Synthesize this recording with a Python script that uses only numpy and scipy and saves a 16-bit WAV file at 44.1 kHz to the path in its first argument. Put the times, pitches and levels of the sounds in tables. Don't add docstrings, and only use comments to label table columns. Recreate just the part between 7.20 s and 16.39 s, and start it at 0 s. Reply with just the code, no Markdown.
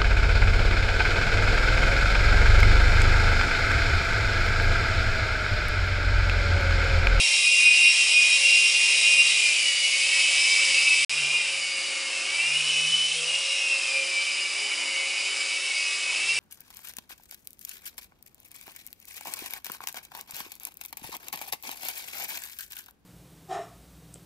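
import sys
import numpy as np
from scipy import signal
from scipy.fft import rfft, irfft, next_fast_len
from scipy.io import wavfile
from scipy.ndimage import uniform_filter1d, map_coordinates

SR = 44100
rng = np.random.default_rng(int(sys.argv[2]) if len(sys.argv) > 2 else 0)


def int16_out(signal):
    q = np.round(np.clip(np.atleast_2d(signal).T, -1, 1) * 32767)
    wavfile.write(sys.argv[1], SR, q.astype(np.int16))


def undo_db(level):
    steps = np.asarray(level, float) / 20
    return 10 ** steps


N = 405279
TIME = np.arange(N) / SR

TEETH = 7
CHOP_HZ = 541
BLADE_PASS = 0.0603
CUT_START_S, CUT_END_S = 3.8482, 3.8948
BEAM_S, MODE_S = 0.16, 0.19
# time_s, apparent_distance_m
DISTANCE = [(0, 0.98), (2.1, 0.99), (2.5, 1.11), (3.1, 0.91), (3.85, 1.02), (3.89, 1.79), (4.55, 2.2),
            (5.4, 1.88), (6.1, 2.23), (6.5, 2.35), (7.0, 2.14), (7.85, 2.3), (8.3, 2.02), (8.75, 2.03),
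            (9.19, 1.74)]


def unit(x):
    return x / np.sqrt(np.mean(x ** 2) + 1e-20)


def along(points, hz):
    f, v = np.transpose(points)
    return np.interp(np.log(hz + 1), np.log(f + 1), v, left=v[0], right=v[-1])


def curve(rows):
    s, value = np.transpose(rows)
    return np.interp(TIME, s, value)


def wobble(rate):
    knots = rng.standard_normal(int(N * rate / SR) + 4)
    return map_coordinates(knots, [np.arange(N) * rate / SR])


def swells(rows, half_s):
    return sum(db * np.exp(-((TIME - s) / half_s) ** 2) for s, db in rows)


def filtered(x, response):
    m = next_fast_len(N + SR // 2)
    return irfft(rfft(x, m) * response(np.fft.rfftfreq(m, 1 / SR)), m)[:N]


def rush(spectrum, patchy_db, bins, frames):
    z = signal.stft(rng.standard_normal(N), nperseg=1024)[2]
    patches = uniform_filter1d(rng.standard_normal(z.shape), size=bins, axis=0)
    patches = uniform_filter1d(patches, size=frames, axis=1)
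    noise = signal.istft(z * undo_db(patchy_db * unit(patches)), nperseg=1024)[1][:N]
    return unit(filtered(noise, lambda hz: undo_db(along(spectrum, hz))))


def turns(hz):
    return 2 * np.pi * np.cumsum(hz) / SR


def tone(phase, fade_db, blur):
    return np.sqrt(2) * undo_db(fade_db * wobble(9)) * np.sin(phase + blur * wobble(40))


def speed(throttle, nudges):
    steering = sum(hz * np.exp(-np.abs((TIME - s) / half) ** 3) for s, half, hz in nudges)
    return curve(throttle) + 3 * wobble(9) + steering


def motor(hz, rings, crests, orders, hiss_db, eccentric):
    mesh_db = hiss_db + along(rings, hz) + swells(crests, half_s=0.075)
    surge = np.abs(uniform_filter1d(np.gradient(hz) * SR, size=2000))
    mesh = turns(hz + 0.012 * surge * wobble(70))
    warble = 1 + eccentric * np.sin(BLADE_PASS / 4 * mesh) + 0.2 * wobble(60)
    mesh_gain = undo_db(mesh_db - 0.0028 * surge)
    main = mesh_gain * warble * undo_db(2.4 * wobble(32)) * tone(mesh, fade_db=0, blur=0.27)
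    rest = 0
    for k, db in orders:
        flicker = undo_db(2.5 * wobble(25))
        line = tone(mesh * k / TEETH, fade_db=2.5, blur=0.072 * k)
        rest = rest + undo_db(hiss_db + db) * line * flicker
    return main, rest, mesh


def lower_motor(hz, hiss_db):
    # mesh_hz, level_db over the gear hiss
    rings = [(2150, -8.5), (2250, -4.5), (2480, -4), (2650, -6.5)]
    # time_s, change_db
    crests = [(.3, 6), (.47, 11.5), (.62, 5), (.98, 9.5), (1.38, 2), (1.97, 10), (2.28, 8.5), (2.5, 1.5),
              (2.88, 3.5), (3.24, 6.5), (3.38, 7), (3.68, 3.5), (4.02, 1), (4.18, 7.5), (4.45, 5.5),
              (5.17, 9), (5.38, 4), (5.56, 2), (5.75, -15), (6.1, -2), (6.45, 8.5), (6.75, 9), (6.98, 12.5),
              (7.25, 4), (7.55, 2.5), (7.8, 6.5), (8.18, 3)]
    # order, level_db over the gear hiss
    orders = [(6, -11), (6.72, -16), (7.3, -19), (8, -18), (9, -14), (21, -24)]
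    return motor(hz, rings, crests, orders, hiss_db, eccentric=0.2)


def upper_motor(hz, hiss_db):
    # mesh_hz, level_db over the gear hiss
    rings = [(2400, -12.5), (2500, -4.5), (2580, -2), (2760, 1), (3000, 1.5), (3200, -1)]
    # time_s, change_db
    crests = [(.12, -10.5), (0.501, -6), (.63, 4.5), (0.749, -0.5), (1.03, -7), (1.35, 5.5), (1.43, -5),
              (2.0, 0.5), (2.25, -13), (2.38, 6), (3.05, 4), (3.5, -3.5), (3.68, 5), (3.89, -15), (4.62, 6),
              (4.75, -11), (5.12, -8), (5.22, 8), (5.75, 5), (6.55, 7), (6.88, -3), (7.0, 3), (7.25, 2),
              (7.38, -14), (8.0, 5), (8.22, -7), (8.5, -3), (8.6, 3.5), (9.09, 9.5), (9.19, -16)]
    # order, level_db over the gear hiss
    orders = [(5, -15), (6.7, -19), (7.28, -17), (8, -14), (20, -24), (21, -19)]
    return motor(hz, rings, crests, orders, hiss_db, eccentric=0.18)


def chopping_sidebands(low_mesh, up_mesh, chop, hiss_db):
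    # chop_multiple, level_db over the gear hiss
    weak_bands = [(2, -18), (-1, -22.5)]
    # time_s, rise_db
    beams = [
        (4.55, 10.2),
        (4.95, 14),
        (7.5, 5),
    ]
    upper = 0
    for k, db in weak_bands:
        phase = up_mesh + k * chop + 0.8 * wobble(90)
        upper = upper + undo_db(hiss_db + db) * tone(phase, fade_db=4.5, blur=0.9)
    lower = undo_db(hiss_db - 18 + swells(beams, BEAM_S)) * tone(low_mesh + chop, fade_db=2.0, blur=0.44)
    return upper / curve(DISTANCE) ** 0.85 + lower


def shell_radiation(x):
    # freq_hz, gain_db
    radiates = [(1700, -17), (2200, -2.5), (2900, 0.5), (3250, -4.5), (3550, -10.5), (3830, 7),
                (4300, -2.5), (5200, -2), (6200, -2), (8300, 0.5), (9500, 0.5)]
    return filtered(x, lambda hz: undo_db(along(radiates, hz)))


def beamed_overtones(low_hz, up_hz, low_mesh, up_mesh, chop, hiss_db):
    # freq_hz, level_db over the gear hiss
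    doubles = [
        [(4300, -15), (4600, -14), (4950, -11), (5300, -14.5)],
        [(4750, -6.5), (5150, -8.5), (5550, -7.5), (5750, -15), (6400, -14)],
    ]
    # time_s, change_db
    glide_dips = [
        (2.27, -11),
        (4.15, -4),
        (5.25, -14),
        (7.8, -2),
        (8.9, -2),
    ]
    # freq_hz, level_db over the gear hiss
    sideband = [(2900, -3.5), (3000, -5.5), (3110, -10), (3300, -14.5), (3500, -26)]
    # time_s, rise_db
    beams = [(2.0, 5.8), (3.45, 7.8), (4.1, 14), (5.25, 17), (5.6, 16), (7.75, 11.2), (8.55, 13.3),
             (9.15, 12)]
    low_db, up_db = [
        along(ring, 2 * hz) + wobble(4) + swells(glide_dips, BEAM_S)
        for ring, hz in zip(doubles, (low_hz, up_hz))
    ]
    band_db = along(sideband, up_hz + CHOP_HZ)
    sixth_db = -15.5 + swells(beams, BEAM_S)
    # phase, radians of fast tooth jitter, dB over the gear hiss
    lines = [
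        (2 * low_mesh, 0.8, low_db),
        (2 * up_mesh, 0.9, up_db),
        (up_mesh + chop, 0.3, band_db),
        (up_mesh * 6 / TEETH, 0.3, sixth_db),
    ]

    def flicker():
        return undo_db(3 * wobble(35) - 2)

    out = undo_db(hiss_db + sixth_db / 2 - 7) * flicker() * tone(up_mesh * 13 / TEETH, fade_db=3, blur=1)
    for phase, jitter, db in lines:
        line = tone(phase + jitter * wobble(90), fade_db=1.2, blur=0.5)
        out = out + undo_db(hiss_db + db) * flicker() * line
    return out


def gear_rattle(low_mesh, up_mesh, hiss_db):
    # freq_hz, density_db per Hz
    hiss_spectrum = [(1700, -50), (2100, -0.5), (2900, -18), (3400, -5.5), (3800, -0.5), (4300, -5),
                     (5000, -0.5), (5600, -3), (6400, -6), (8300, -5), (10200, -7.5), (10800, -20.5)]
    # freq_hz, density_db per Hz
    shell_spectrum = [(1500, -36), (1900, -19), (2200, -7.5), (2500, -0.5), (2900, -0.5), (3200, -11),
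                      (3500, -15), (4500, -46.5)]
    shaft = 1 + 0.22 * np.sin(low_mesh / TEETH) + 0.2 * np.sin(up_mesh / TEETH)
    flutter = undo_db(0.21 * wobble(30) + 0.2 * wobble(16))
    hiss = unit(shaft * flutter * rush(hiss_spectrum, patchy_db=0.5, bins=12, frames=6))
    boom = unit(flutter * rush(shell_spectrum, patchy_db=4.0, bins=1, frames=14))
    return undo_db(hiss_db) * hiss + undo_db(hiss_db - 1.5) * boom


def helicopter():
    # time_s, mesh_hz
    low_throttle = [(0, 2477), (2.1, 2476), (2.28, 2410), (2.47, 2265), (2.68, 2208), (3.2, 2300),
                    (3.85, 2305), (3.89, 2450), (4.2, 2445), (4.45, 2240), (5.0, 2140), (5.15, 2310),
                    (5.52, 2580), (6.17, 2655), (6.92, 2338), (7.75, 2242), (8.9, 2255), (9.19, 2334)]
    # time_s, mesh_hz
    up_throttle = [(0, 2754), (2.17, 2774), (2.45, 2386), (2.7, 2378), (2.85, 2580), (3.85, 2592),
                   (3.89, 2745), (4.16, 2818), (4.42, 2439), (4.8, 2370), (5.12, 2575), (5.42, 2952),
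                   (5.93, 3033), (6.08, 2863), (6.75, 2548), (7.75, 2430), (8.9, 2549), (9.19, 2770)]
    # centre_s, half_length_s, change_hz
    low_nudges = [
        (5.8, .2, 18),
        (8.244, .17, 34.5),
        (8.499, 0.0484, -29),
    ]
    # centre_s, half_length_s, change_hz
    up_nudges = [
        (.95, .25, -16),
        (4.93, 0.075, 140),
        (5.3, 0.081, 35),
        (6.0, 0.051, 250),
        (6.399, .2, 70),
        (8.42, .1, 130),
        (8.4, .3, 40.5),
    ]
    low_hz, up_hz = speed(low_throttle, low_nudges), speed(up_throttle, up_nudges)
    hiss_db = -25.5 + 20 * np.log10((low_hz / 2467) ** 1.67 / curve(DISTANCE))
    lower, low_orders, low_mesh = lower_motor(low_hz, hiss_db)
    upper, up_orders, up_mesh = upper_motor(up_hz, hiss_db)
    chop = turns(np.full(N, CHOP_HZ))
    bands = chopping_sidebands(low_mesh, up_mesh, chop, hiss_db)
    whine = lower + upper + shell_radiation(low_orders + up_orders + bands)
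    whine = whine + beamed_overtones(low_hz, up_hz, low_mesh, up_mesh, chop, hiss_db)
    return whine, gear_rattle(low_mesh, up_mesh, hiss_db), low_mesh, up_mesh


def downwash(wash_db):
    # freq_hz, density_db per Hz
    spectrum = [(60, -72.5), (130, -33.5), (200, -20), (300, -18), (400, -14), (531, -9.5), (849, -7.5),
                (1630, -5.5), (1900, -5), (2470, -28.5), (4180, -120)]
    return undo_db(wash_db) * rush(spectrum, patchy_db=1.5, bins=3, frames=8)


def blade_thrum(low_mesh, wash_db):
    # multiple, level_db over the downwash
    overtones = [(2, -23), (3, -18), (4, -17.5)]
    # time_s, change_db
    modes = [(.1, -4.5), (2.0, 4.5), (4.03, 21), (4.4, 11), (5.33, 17), (5.66, 21.5), (6.0, 17), (6.75, 7),
             (8.5, -21), (9.2, 18)]
    blade = BLADE_PASS * low_mesh
    thrum_db = -64.5 - 20 * 1.67 * np.log10(curve(DISTANCE)) + swells(modes, MODE_S)
    out = undo_db(thrum_db) * tone(blade, fade_db=1.5, blur=0.4)
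    for k, db in overtones:
        out = out + undo_db(wash_db + db) * tone(k * blade, fade_db=3.6, blur=0.33)
    slap = np.exp(-((TIME - 6.02) / 0.081) ** 4)
    return out + undo_db(-44) * slap * np.sin(3 * 1.02 * blade)


def shaft_hum(low_mesh, up_mesh, wash_db):
    lower = undo_db(wash_db - 23.5) * tone(low_mesh / TEETH, fade_db=1.0, blur=0.36)
    upper = undo_db(wash_db - 18) * tone(up_mesh / TEETH, fade_db=2.5, blur=0.3)
    return lower + upper


def controller_hum():
    # time_s, change_db
    modes = [(.0, 5), (.6, -2), (3.85, -10.5), (4.4, 1), (4.8, 5.5), (5.3, -5), (5.95, -4), (6.25, 9),
             (6.78, 9.5), (7.3, -21), (8.65, -12), (9.1, -16)]
    chop = tone(turns(np.full(N, CHOP_HZ)), fade_db=2.5, blur=0.2)
    return undo_db(-56 + swells(modes, MODE_S)) * chop


def room_floor():
    # freq_hz, level_db
    steady_tones = [(1176, -57.5), (579, -65)]
    # freq_hz, density_db per Hz
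    spectrum = [(20, -10), (35, 3), (75, 8), (105, -6), (140, -31)]
    # time_s, rise_db
    shakes = [(.35, 15), (.75, 20), (1.1, 19), (1.8, 15), (2.6, 18), (3.5, 10), (4.0, 11), (4.6, 16),
              (6.8, 9.5), (7.85, 19)]
    near_db = 5.8 * (TIME < CUT_START_S)
    floor_db = -87.5 + swells(shakes, MODE_S) + 4.5 * wobble(7)
    out = undo_db(floor_db) * rush(spectrum, patchy_db=2, bins=2, frames=4)
    for hz, db in steady_tones:
        out = out + undo_db(db - near_db) * tone(turns(np.full(N, hz)), fade_db=3.0, blur=0.16)
    return out


def air(low_mesh, up_mesh):
    wash_db = -46 + 1.08 * wobble(4.1)
    rotors = downwash(wash_db) + blade_thrum(low_mesh, wash_db) + shaft_hum(low_mesh, up_mesh, wash_db)
    return rotors + controller_hum() + room_floor()


def bedroom(x):
    # freq_hz, t60_s
    walls = [(200, 0.66), (2500, 1), (10000, 0.28)]
    hz, t, z = signal.stft(rng.standard_normal(SR // 2), SR, nperseg=256)
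    decay = undo_db(-60 * t / along(walls, hz)[:, None])
    tail = signal.istft(z * decay, SR, nperseg=256)[1]
    delayed = np.pad(x, (300, 0))
    return signal.fftconvolve(delayed, tail / np.linalg.norm(tail))[:N]


def thrifty_camera(x):
    # freq_hz, level_db over the mean bin
    masking = [(30, -34), (80, -28), (115, -25), (160, -25), (200, -19), (330, -17), (430, -25),
               (1600, -23), (1900, -12), (2150, -9), (2400, -12), (3400, -10), (3800, -14), (4400, -7),
               (5200, -13), (5900, -8), (6800, -7.5), (8000, -15), (10330, -15), (10400, -4.5)]
    frame = dict(nperseg=4096, window="cosine")
    hz, _, z = signal.stft(x, SR, **frame)
    mean_bin = np.sqrt(np.mean(np.abs(z) ** 2, axis=0))
    band = np.sqrt(uniform_filter1d(np.abs(z) ** 2, size=3, axis=0))
    restless = unit(uniform_filter1d(rng.standard_normal(z.shape), size=8, axis=0))
    spent = rng.standard_normal(z.shape[1])
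    louder_db = 4 * np.log10(mean_bin / np.median(mean_bin) + 1e-3)
    mask_db = along(masking, hz)[:, None] + 2 * restless + 1.2 * spent + louder_db
    leak = undo_db(-22) * (hz < 10330)[:, None]
    kept = np.where(band > mean_bin * undo_db(mask_db), 1, leak) * (hz < 10790)[:, None]
    return signal.istft(z * kept, SR, **frame)[1][:N]


def scene():
    whine, rattle, low_mesh, up_mesh = helicopter()
    mono = whine + undo_db(-12.5) * bedroom(whine) + rattle + air(low_mesh, up_mesh)
    return np.array([mono, mono])


def band_limit(x):
    return signal.sosfilt(signal.butter(12, 15500, fs=SR, output="sos"), x)


def record(dry):
    sounding = (TIME < CUT_START_S) | (TIME > CUT_END_S)
    kept = thrifty_camera(dry[0]) * sounding
    return band_limit(np.array([kept, kept]))


dry = scene()
out = record(dry)
int16_out(out)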